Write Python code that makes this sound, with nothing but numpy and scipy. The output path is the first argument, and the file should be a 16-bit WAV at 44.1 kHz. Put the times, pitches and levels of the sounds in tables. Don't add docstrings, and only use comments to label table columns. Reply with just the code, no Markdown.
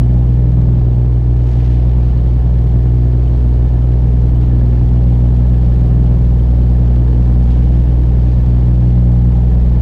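import sys
import numpy as np
from scipy import signal
from scipy.fft import rfft, irfft, next_fast_len
from scipy.io import wavfile
from scipy.ndimage import map_coordinates

SR = 44100
rng = np.random.default_rng(int(sys.argv[2]) if len(sys.argv) > 2 else 0)


def ratio_of_db(decibels):
    return 10 ** (np.asarray(decibels, float) / 20)


def log_audio(samples):
    frames = np.atleast_2d(samples).T
    limited = np.clip(frames, -1, 1)
    pcm = np.round(limited * 32767).astype(np.int16)
    wavfile.write(sys.argv[1], SR, pcm)


N = 432621

# time in seconds, firing rate in Hz, firing order in dB, its octave in dB.
FIRING = [(0.2, 61.08, -12, -12.5), (0.8, 60.98, -13, -12.5), (1.2, 60.74, -13.5, -14.5),
          (1.6, 60.85, -11.5, -14.5), (2.25, 60.76, -11.5, -17.5), (3.0, 61.07, -12, -13.5),
          (3.4, 60.84, -10.5, -17.5), (3.8, 60.58, -11.5, -15.5), (4.4, 60.7, -11, -14),
          (5.2, 60.97, -10.5, -13), (5.6, 60.93, -10, -16), (6.0, 60.97, -10.5, -12.5),
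          (6.4, 60.65, -10.5, -17), (6.75, 60.73, -10, -14), (7.3, 60.52, -9.5, -14.5),
          (7.9, 60.72, -10.5, -17.5), (9.1, 60.81, -11, -11), (9.6, 60.72, -10.5, -17.5)]
# time in seconds, open share (0-1).
OPEN_SKY = [(0, .85), (.75, .8), (1.0, .05), (2.5, .08), (3.0, 0.6), (4.05, .5), (4.45, .9), (6.5, 0.98),
            (8.4, 0.93), (9.1, 1.05), (9.81, 1.02)]
BLADE_HZ = 40.0


def unit(x):
    return x / np.sqrt(np.mean(x ** 2) + 1e-20)


def curves(rows):
    s, *cols = np.transpose(rows)
    return [np.interp(np.arange(N) / SR, s, c) for c in cols]


def wobble(knots_per_s):
    coarse = np.arange(0, N + 32, 32)
    knots = rng.standard_normal(int(N * knots_per_s / SR) + 5)
    return np.interp(np.arange(N), coarse, map_coordinates(knots, [coarse * knots_per_s / SR]))


def filtered(x, response):
    m = next_fast_len(N + SR // 2)
    return irfft(rfft(x, m) * response(np.fft.rfftfreq(m, 1 / SR)), m)[..., :N]


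def coloured(points):
    hz, db = np.transpose(points)
    gain = lambda f: ratio_of_db(np.interp(np.log(f + 1), np.log(hz), db))
    return unit(filtered(rng.standard_normal(N), gain))


def resonance(f, hz, width_hz):
    return 1j * f * width_hz / (hz * hz - f * f + 1j * f * width_hz)


def load_db(usual_db, db_per_db):
    usual_firing_db = -10.5
    return usual_db + db_per_db * (curves(FIRING)[1] - usual_firing_db)


def open_air_db(shaded_db, gain_db, power, swell_db):
    swells_per_s = 3.1
    return shaded_db + gain_db * np.abs(curves(OPEN_SKY)[0]) ** power + swell_db * wobble(swells_per_s)


def slip(late_s=0.):
    period_s, first_cancel_s = 1.87, 1.38
    return -np.cos(2 * np.pi * (np.arange(N) / SR - first_cancel_s - late_s) / period_s)


def roar():
    # frequency in Hz, density in dB per Hz.
    rumble = [(15, -39.5), (30, -7), (50, 1.5), (70, -7), (120, -5.5), (170, -4.5), (230, -9.5), (400, -17),
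              (800, -23.5), (1300, -39.5), (2500, -66.5)]
    return ratio_of_db(load_db(-38, .6) + 14 + 0.21 * wobble(23)) * coloured(rumble)


def splashes():
    # start in seconds, level in dB, t60 in seconds.
    waves = [
        (1.43, -45.5, 3.6),
        (7.41, -46, 2),
        (7.7, -52, .7),
        (4.68, -53, 1.5),
        (8.2, -55, 6),
        (1.26, -56, .4),
    ]
    # frequency in Hz, density in dB per Hz.
    spray = [(600, -30), (1200, -2), (2600, 0), (4500, -7), (7000, -19), (9500, -30), (12000, -45)]
    mist = [(2500, -30), (4000, -3), (6500, 0), (9000, -6), (11000, -25)]  # (Hz, dB per Hz)
    t = np.arange(N) / SR

    def flow(haste):
        total = np.zeros(N)
        for start_s, db, t60_s in waves:
            after_s = np.maximum(t - start_s, 0)
            total += ratio_of_db(db - 60 * haste * after_s / t60_s) * (1 - np.exp(-after_s / .06))
        return total

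    lumps = ratio_of_db(1.5 * wobble(45) + 3 * wobble(300))
    body = flow(1) * unit(lumps * coloured(spray))
    return body + ratio_of_db(-9.5) * flow(3.5) * unit(lumps * coloured(mist))


def throb_db():
    share = np.clip(.2 + .06 * np.arange(N) / SR, 0, .9)
    return -27.5 + 10 * np.log10(1 + share ** 2 + 2 * share * slip())


def hull():
    # frequency in Hz, level in dB.
    pump_hums = [(25.6, -47.5), (46.2, -41), (114.8, -30.5), (183.9, -40)]
    t = np.arange(N) / SR
    out = ratio_of_db(throb_db()) * np.cos(2 * np.pi * BLADE_HZ * t - .9 + 0.37 * wobble(1.6))
    for hz, db in pump_hums:
        out += ratio_of_db(db + 0.98 * wobble(1.3)) * np.sin(2 * np.pi * hz * t + 0.4 * wobble(0.97))
    return np.sqrt(2) * out


def looseness(s):
    # start in seconds, end in seconds, share of beats that lift (0-1).
    spells = [(2.6, 2.88, .9), (2.95, 3.12, .5), (4.2, 4.95, .9), (5.2, 6.1, .65), (6.15, 6.72, .95),
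              (7.35, 8.8, .8), (9.2, 9.9, .85)]
    idle_share, edge_s = .03, .04
    on = lambda s0: .5 + .5 * np.tanh((s - s0) / edge_s)
    return idle_share + sum(share * (on(start_s) - on(end_s)) for start_s, end_s, share in spells)


def fitting():
    # frequency in Hz, width in Hz, level in dB.
    metal_modes = [(11700, 900, 3), (13500, 900, 1.5), (14900, 1200, 4), (8200, 1500, -3), (3800, 1700, 3)]
    beats_s = (np.arange(int(N / SR * BLADE_HZ)) + .47) / BLADE_HZ
    luck = rng.random((len(beats_s), 3))
    lifted = luck[:, 0] < looseness(beats_s)
    at = ((beats_s + .003 * (luck[:, 1] - .5)) * SR).astype(int)
    ticks = np.zeros(N)
    ticks[at] = lifted * ratio_of_db(-39 + 5 * (luck[:, 2] - .5))
    scrape = np.exp(-np.arange(round(.003 * SR)) / (.0009 * SR))
    ticks = ticks + .2 * np.convolve(ticks, scrape)[:N] * rng.standard_normal(N)

    def ringing(f):
        return sum((-1) ** k * ratio_of_db(db) * resonance(f, hz, width_hz)
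                   for k, (hz, width_hz, db) in enumerate(metal_modes))

    return filtered(ticks, ringing)


def clatter(cycle):
    # frequency in Hz, density in dB per Hz.
    hiss_spectrum = [(600, -30), (1200, -2), (2000, -4), (3000, -7), (4500, -11), (6000, -18), (8200, -22),
                     (10500, -32), (12700, -39.5), (15700, -39.5), (15760, -70)]
    # frequency in Hz, width in Hz, level in dB.
    castings = [(1730, 100, -57.5), (3060, 190, -64), (2150, 150, -68), (3950, 60, -76)]
    beat = np.cos(6 * cycle + np.pi - .8)
    wash_db = load_db(-53.5, .8)
    flutter = ratio_of_db(1.6 * beat + 0.35 * wobble(30) + 1.6 * wobble(400))
    hiss = ratio_of_db(wash_db + 3) * unit(flutter * coloured(hiss_spectrum))
    rings = np.zeros(N)
    for hz, width_hz, db in castings:
        burst_db = 3 * beat + .7 * wobble(3) + wobble(30) + 3.5 * wobble(90)
        knocks = ratio_of_db(burst_db) * rng.standard_normal(N)
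        rings += ratio_of_db(db) * unit(filtered(knocks, lambda f: resonance(f, hz, width_hz) ** 2))
    return hiss + ratio_of_db(wash_db + 53.5) * rings


def main_orders_db(first_db, octave_db):
    # time in seconds, change in dB.
    lulls = [(1.0, -12), (3.35, -12), (4.0, -12), (4.7, -15), (5.3, -5), (7.15, -11.5), (7.9, -7)]
    lull_half_s, usual_octave_db = 0.092, -14.5
    t = np.arange(N) / SR
    lulls_db = sum(db * np.exp(-.5 * ((t - s) / lull_half_s) ** 2) for s, db in lulls)
    ten_db = open_air_db(-33, gain_db=1, power=0.1, swell_db=1.7) + 4 * slip(late_s=0.54)
    sixteen_db = open_air_db(-31, gain_db=3, power=0.8, swell_db=2.5) + 3.5 * slip(late_s=0.077)
    eighteen_db = open_air_db(-34.5, gain_db=11.5, power=3.5, swell_db=1.18)
    eighteen_db = eighteen_db + 0.55 * (octave_db - usual_octave_db) + lulls_db
    twenty_four_db = open_air_db(-40, gain_db=8, power=.6, swell_db=2)
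    return [(6, first_db), (10, ten_db), (12, octave_db), (16, sixteen_db),
            (18, eighteen_db), (24, twenty_four_db)]


def exhaust(cycle, first_db, octave_db):
    # order, level in dB.
    weak_orders = [(2, -43.5), (4, -48.5), (5, -36.5), (8, -46.5), (9, -44.5), (11, -41), (13, -32.5),
                   (14, -50.5), (22, -48), (30, -39), (34, -41), (36, -43), (42, -43.5), (78, -53),
                   (84, -57.5)]
    silencer_hz, silencer_width_hz = 152, 8
    orders = main_orders_db(first_db, octave_db)
    sky_db = 4 * (curves(OPEN_SKY)[0] - .6)
    for k, db in weak_orders:
        orders.append((k, db + 2 * wobble(4) + (k > 20) * sky_db))
    uneven = cycle + .008 * wobble(8)
    pulse = np.exp(7 * (np.cos(6 * uneven + .1) - 1)) - .155
    out = -.18 * ratio_of_db(2.5 * wobble(25)) * pulse
    for k, db in orders:
        hz = k * 60.8 / 6
        lag = np.arctan2(hz * silencer_width_hz, silencer_hz ** 2 - hz * hz)
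        phase = k * uneven - lag + .008 * k * wobble(6)
        out -= np.sqrt(2) * ratio_of_db(db + 0.45 * wobble(14)) * np.cos(phase)
    return out


def scene():
    firing_hz, first_db, octave_db = curves(FIRING)
    cycle = 2 * np.pi * np.cumsum(firing_hz / 6) / SR
    background = roar() + splashes() + hull() + fitting()
    return (background + clatter(cycle) + exhaust(cycle, first_db, octave_db))[None]


def band_limit(x):
    return signal.sosfilt(signal.butter(12, 15820, fs=SR, output="sos"), x)


def record(dry):
    bottom, catch_s, crest, coupling_hz = .53, .0004, .7, 10.
    excess = np.minimum(dry + bottom, 0)
    n = np.arange(N)
    last_free = np.maximum.accumulate(np.where(excess < 0, -SR, n), axis=1)
    since_s = (n - last_free) / SR
    overshoot = .085 * np.tanh(excess * np.exp(-.5 * (since_s / catch_s) ** 2) / .075)
    held = dry - excess + overshoot
    held = held / (1 + (np.maximum(held, 0) / crest) ** 6) ** (1 / 6)
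    coupled = signal.lfilter([1, -1], [1, -np.exp(-2 * np.pi * coupling_hz / SR)], held)
    return band_limit(coupled)


dry = scene()
out = record(dry)
log_audio(out)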